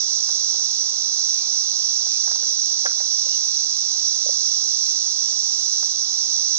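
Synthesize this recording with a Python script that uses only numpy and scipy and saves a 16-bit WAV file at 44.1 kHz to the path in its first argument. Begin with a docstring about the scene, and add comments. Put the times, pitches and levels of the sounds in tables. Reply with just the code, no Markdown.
"""Insect chorus over a quiet river

A dense chorus, probably cicadas, drones in the trees: click trains and noise ring a song peaking near 5.8 kHz.
A far bird gives a few faint gliding whistles, blurred by an echo tail. A hand-held camera whirs softly
(noise and motor lines), and its case clicks and knocks under the fingers (short pushes through resonances).
Low, airy noise and hum lie beneath. Chorus and camera are strongly out of phase between the channels,
and the right one hears the chorus much louder."""
import sys
import numpy as np
from scipy import signal
from scipy.fft import rfft, irfft, next_fast_len
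from scipy.io import wavfile
from scipy.ndimage import map_coordinates

SR = 44100
rng = np.random.default_rng(int(sys.argv[2]) if len(sys.argv) > 2 else 0)


def log_audio(samples):
    """Write samples as a 16-bit WAV file to the path given in sys.argv[1]."""
    # one column per channel
    frames = np.atleast_2d(samples).T
    # limit to full scale, then quantise
    limited = np.clip(frames, -1, 1)
    pcm = np.round(limited * 32767).astype(np.int16)
    wavfile.write(sys.argv[1], SR, pcm)


N = 290178

# Nearly steady level of the whole chorus, with slight random unevenness: (time [s], level [dB])
CHORUS_LEVEL = [(0, -26), (0.72, -26), (0.93, -27.2), (1.27, -26), (1.55, -26), (2.45, -26), (2.75, -25.5),
                (2.9, -27), (3.2, -25.5), (3.75, -26.5), (4.1, -25.5), (4.2, -26), (4.32, -25.5),
                (4.87, -25.5), (4.94, -26), (5.75, -26.5), (6.15, -27), (6.35, -26), (6.58, -26)]
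# Gain of the chorus treble above EDGE_HZ: (time [s], gain [dB])
TREBLE_GAIN = [(0, 1), (.5, 0.5), (1.2, -1), (2.6, -1.8), (4, -0.5), (4.7, -0.5), (5.4, 2.3), (5.85, 0.8),
               (6.1, 0.5), (6.58, -0.5)]
# Colour of the insects' song: (frequency [Hz], relative density [dB per Hz])
SONG_COLOUR = [(1350, -57), (2300, -44.5), (3010, -32), (3450, -23), (3850, -16), (4300, -12.5),
               (4600, -12.5), (5250, -3.5), (5790, 2), (6250, -2.5), (6900, -17), (7500, -28), (8300, -34),
               (9300, -43.5), (10300, -64), (13000, -88)]
# Colour of the faint high noise above the song: (frequency [Hz], relative density [dB per Hz])
HIGH_NOISE_COLOUR = [(6000, -40.5), (8000, 3), (10000, 1), (11700, 0.5), (13500, -12), (15700, -19.5)]
# Bird whistles: (time [s], length [s], start pitch [Hz], end pitch [Hz], level before echo [dB])
BIRD_WHISTLES = [(1.285, 0.2, 2750, 2350, -58), (2.067, 0.13, 2550, 2440, -63),
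                 (3.214, 0.18, 2890, 2868, -59), (3.423, 0.26, 2480, 2470, -64.5)]
# Finger contacts on the case; ring and rattle are set against the blow's rms:
# (time [s], blow peak [dB], centre [Hz], width [octaves], ring [dB], rattle [dB])
FINGER_KNOCKS = [(0.291, -34, 820, 0.64, 0, -5.5), (0.545, -37, 695, 0.63, -9, -6),
                 (0.594, -41.5, 750, 0.8, -3, 1), (2.068, -36, 740, 0.79, -2.5, -11),
                 (2.276, -31, 830, 0.82, -0.5, -2.5), (2.314, -32, 966, 0.84, -1, -1),
                 (2.357, -33.5, 840, 0.52, -9, -5), (2.431, -35.5, 676, 1, -0.5, -6),
                 (2.854, -27.5, 740, 0.49, -5, -10), (2.8575, -35, 496, 0.52, 8, -25),
                 (2.8605, -21.5, 1390, 0.65, 3.5, -13), (2.861, -33.5, 3400, 0.1, -19, -18),
                 (2.8647, -25, 1570, 0.25, -3, -18), (2.897, -39, 1750, 0.37, -8, -2),
                 (2.9155, -36.5, 1340, 0.25, -12, -8), (3.003, -36, 1600, 0.7, -5, -5),
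                 (3.0055, -37.5, 670, 0.3, -3, -9), (3.016, -42, 1050, 0.87, 3, -12),
                 (3.269, -42, 564, 0.18, -17, -22), (3.311, -44.5, 560, 0.25, -20, 1),
                 (4.265, -31, 533, 0.29, -22, -10.5), (4.2935, -31.5, 528, 0.31, -23, -15),
                 (4.299, -39, 614, 0.15, -16, -14), (5.830, -31.5, 906, 0.58, -6.5, -4)]
# Resonances of the camera case: (frequency [Hz], width [Hz], gain [dB])
CASE_MODES = [(510.4, 15, 6), (660, 25, -4), (745, 72, -2), (945, 49, -10), (1107, 30, -2.5),
              (1365, 37, 1.5), (1586, 25, 5), (1910, 110, -4), (2050, 34, -5), (2430, 27, -5)]
# Camera motor lines: (frequency [Hz], centre rms level [dB])
MOTOR_LINES = [(543, -69), (581, -80), (724, -84.5), (1025, -76.5), (1086, -67), (1145, -70), (1601, -82)]
# Colour of the camera's whir: (frequency [Hz], relative density [dB per Hz])
WHIR_COLOUR = [(150, -35.5), (330, -12), (460, -13), (560, 5.5), (670, 2), (850, 4), (1130, 1), (1270, -6),
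               (1380, 3), (1600, -23), (1780, -5), (2000, -3.5), (2600, -37), (4000, -59.5)]
# Level of each channel's own share of the riverside air: (time [s], level [dB])
BREEZE_LEVEL = [(0, -59.5), (1.2, -56.5), (2, -60.5), (3.5, -62.5), (4.3, -58.5), (5.3, -61), (6.58, -58.5)]
# Colour of the riverside air: (frequency [Hz], relative density [dB per Hz])
AIR_COLOUR = [(25, -25.5), (45, -21), (70, -8), (100, -14), (170, -8), (280, 1), (380, 2.5), (600, -11.5),
              (1200, -1), (2400, -19), (5000, -42.5)]
# Faint low hum: (frequency [Hz], rms level [dB])
HUM_LINES = [(62, -93), (123, -85)]
# Left channel against right for chorus and bird: (frequency [Hz], level [dB])
FAR_LEVEL_RATIO = [(2500, -4.5), (3200, -8), (4200, -9.5), (5000, -10.5), (5800, -11.5), (7000, -13.5),
                   (8000, -18), (10000, -29.5)]
# Left channel's lead over right for chorus and bird: (frequency [Hz], phase [rad])
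FAR_PHASE_LEAD = [(2500, 3.1), (3000, 2.4), (4000, 2.54), (6000, 2.2), (8000, 1.8)]
# Left channel against right for sound carried by the case: (frequency [Hz], level [dB])
CASE_LEVEL_RATIO = [(200, 3), (520, 3.9), (1100, 1.3), (2200, 3.5)]
# Left channel's lead over right for sound carried by the case: (frequency [Hz], phase [rad])
CASE_PHASE_LEAD = [(200, 3.3), (520, 3.69), (900, 3.93), (2200, 3.6)]

RASP_HZ, EDGE_HZ = 4931, 6800  # the shrill band starts at the first; its treble lies above the second
CLICK_DB = -7.5  # insect clicks against the scattered wash
RASP_DB = -11.5  # lower rasp against the shrill band
HIGH_NOISE_DB = -52  # centre level of the high noise against the shrill band
ECHO_SHARE, ECHO_T60_S = 0.14, 0.12  # the trees' answer to the bird
RATTLE_T60_S = 0.12  # how fast the rattle after a knock dies
CASE_LOW_HZ, CASE_HIGH_HZ = 300, 2500  # the thin plastic carries little outside this range
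TOP_HZ = 15720  # upper band limit


def amp(db):
    """Decibels to gain."""
    return 10 ** (np.asarray(db) / 20)


def unit(x):
    """x at rms 1."""
    return x / np.sqrt(np.mean(x ** 2) + 1e-20)


def along(points, hz):
    """(Hz, value) points read on a log axis."""
    f, v = np.transpose(points)
    return np.interp(np.log(hz + 1), np.log(f + 1), v)


def curve(points):
    """(time, value) points as one value per sample."""
    s, v = np.transpose(points)
    return np.interp(np.arange(N) / SR, s, v)


def wobble(rate):
    """A smooth random curve, rate knots a second."""
    knots = rng.standard_normal(256)
    coarse = np.arange(0, N + 64, 64)
    smooth = map_coordinates(knots, [coarse * rate / SR], mode="wrap")
    return np.interp(np.arange(N), coarse, smooth)


def filtered(x, response):
    """x times a complex response of frequency."""
    size = x.shape[-1]
    m = next_fast_len(size + SR // 10)
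    spectrum = rfft(x, m) * response(np.fft.rfftfreq(m, 1 / SR))
    return irfft(spectrum, m)[..., :size]


def noise(colour):
    """Noise of rms 1 with the given colour."""
    return unit(filtered(rng.standard_normal(N), lambda hz: amp(along(colour, hz))))


def sine(hz, drift):
    """A steady pitch of rms 1 whose phase drifts [rad]."""
    t = np.arange(N) / SR
    return np.sqrt(2) * np.sin(2 * np.pi * hz * t + drift)


def stereo(x, balance, phase):
    """Split x into two channels, with a level and phase difference, whose mean is x."""
    def pair(hz):
        ratio = amp(along(balance, hz)) * np.exp(1j * along(phase, hz))
        return 2 * np.array([ratio, np.ones_like(ratio)]) / (1 + ratio)
    return filtered(x, pair)


def tymbals(click_hz, spread, jitter, swell_db, count):
    """Click trains of many insects, each at its own rate and swelling on its own."""
    clicks = np.zeros(N)
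    for _ in range(count):
        rate = click_hz * np.exp(spread * rng.uniform(-1, 1))
        gap, size = rng.standard_normal((2, 4096))
        at = (np.cumsum(np.abs(1 + jitter * gap)) * SR / rate).astype(int)
        heard = at < N
        train = np.bincount(at[heard], amp(2 * size[heard]), N)
        clicks += train * amp(swell_db * wobble(2.99))
    return unit(clicks - clicks.mean())


def chorus():
    """Tymbal clicks ring the insects' bodies; the trees scatter most of them into an even wash."""
    treble_db = curve(TREBLE_GAIN)
    direct = tymbals(click_hz=229.7, spread=.5, jitter=.1, swell_db=2.5, count=14)
    wash = rng.standard_normal(N)
    song = filtered(amp(CLICK_DB) * direct + wash, lambda hz: amp(along(SONG_COLOUR, hz)))

    def above(corner):
        return filtered(song, lambda hz: 1 / (1 + (corner / (hz + 1)) ** 24))

    upper, treble = above(RASP_HZ), above(EDGE_HZ)
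    shrill = unit(upper + (amp(treble_db) - 1) * treble) * amp(0.35 * wobble(22))
    rasp = unit(song - upper) * amp(RASP_DB)
    # faint high noise follows the treble's level and wavers at random
    high_noise_db = HIGH_NOISE_DB + 2.4 * treble_db + 1.5 * wobble(14)
    high_noise = noise(HIGH_NOISE_COLOUR) * amp(high_noise_db)
    return amp(curve(CHORUS_LEVEL)) * (shrill + rasp + high_noise)


def bird():
    """Far whistles swell and glide down to a level pitch, blurred by echoes among the trees."""
    t, whistles = np.arange(N) / SR, np.zeros(N)
    for start, length, start_hz, end_hz, db in BIRD_WHISTLES:
        u = np.clip((t - start) / length, 0, 1)
        glide = end_hz + (start_hz - end_hz) * (1 - u) ** 2
        pitch = glide * (1 + 0.004 * wobble(70))
        tone = np.sqrt(2) * np.sin(2 * np.pi * np.cumsum(pitch) / SR)
        swell = np.abs(np.sin(np.pi * u ** 1.3)) ** 0.62
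        whistles += amp(db + 2.8 * wobble(38)) * swell * tone
    tail = rng.standard_normal(SR // 2) * amp(-60 * t[:SR // 2] / ECHO_T60_S)
    echo = signal.fftconvolve(whistles, tail / np.linalg.norm(tail))[:N]
    return (1 - ECHO_SHARE) * whistles + ECHO_SHARE * echo


def case_response(f):
    """The ringing of the camera case: resonances summed with alternating sign."""
    total = 0
    for k, (centre, width, db) in enumerate(CASE_MODES):
        mode = 1j * f * width / (centre * centre - f * f + 1j * f * width)
        total = total + (-1) ** k * amp(db) * mode
    return total


def handling():
    """Each finger contact is a short push that rings the case, with a brief rattle after it."""
    out, t = np.zeros(N + SR), np.arange(SR // 5) / SR
    lead = SR // 100  # room ahead of the push for the filters' spread
    push = signal.unit_impulse(len(t), lead)
    after = np.maximum(t - lead / SR, 0)
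    decay = (after > 0) * amp(-60 * after / RATTLE_T60_S)
    for start, db, centre_hz, octaves, ring_db, rattle_db in FINGER_KNOCKS:
        def band(hz):
            passed = 1 / (1 + (hz / CASE_HIGH_HZ) ** 6 + (CASE_LOW_HZ / (hz + 1)) ** 6)
            return np.exp(-.5 * (np.log2((hz + 1) / centre_hz) / octaves) ** 2) * passed

        blow = unit(filtered(push, band))
        ring = unit(filtered(push, lambda hz: np.sqrt(band(hz)) * case_response(hz)))
        rattle = unit(filtered(rng.standard_normal(len(t)) * decay, band))
        knock = blow + amp(ring_db) * ring + amp(rattle_db) * rattle
        first = round(start * SR) - lead
        out[first:first + len(t)] += amp(db) * knock / np.abs(blow).max()
    return out[:N]


def camera_whir():
    """A small motor: soft noise, partly ringing in the case, and a few unsteady lines."""
    lines = np.zeros(N)
    for hz, db in MOTOR_LINES:
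        lines += amp(db + 2.0 * wobble(11)) * sine(hz, 1.05 * wobble(16))
    ringing = unit(filtered(rng.standard_normal(N), case_response))
    return lines + amp(-58.0) * noise(WHIR_COLOUR) + amp(-73.5) * ringing


def air():
    """The faint low rush of the riverside, partly shared by the channels, over a wavering hum."""
    shared = noise(AIR_COLOUR)
    left = noise(AIR_COLOUR) + 0.78 * shared
    right = noise(AIR_COLOUR) + 0.43 * shared
    level_db = curve(BREEZE_LEVEL) + 0.29 * wobble(1.5)
    hum = sum(amp(db) * sine(hz, .7 * wobble(5)) for hz, db in HUM_LINES)
    return hum + amp(level_db) * np.array([left, right])


def scene():
    """Trees and bird from afar, the camera's own sounds through its case, and the air."""
    far = stereo(chorus() + bird(), FAR_LEVEL_RATIO, FAR_PHASE_LEAD)
    near = stereo(handling() + camera_whir(), CASE_LEVEL_RATIO, CASE_PHASE_LEAD)
    return far + near + air()


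def record(dry):
    """The camera keeps nothing above its band limit."""
    return filtered(dry, lambda hz: hz < TOP_HZ)


dry = scene()
out = record(dry)
log_audio(out)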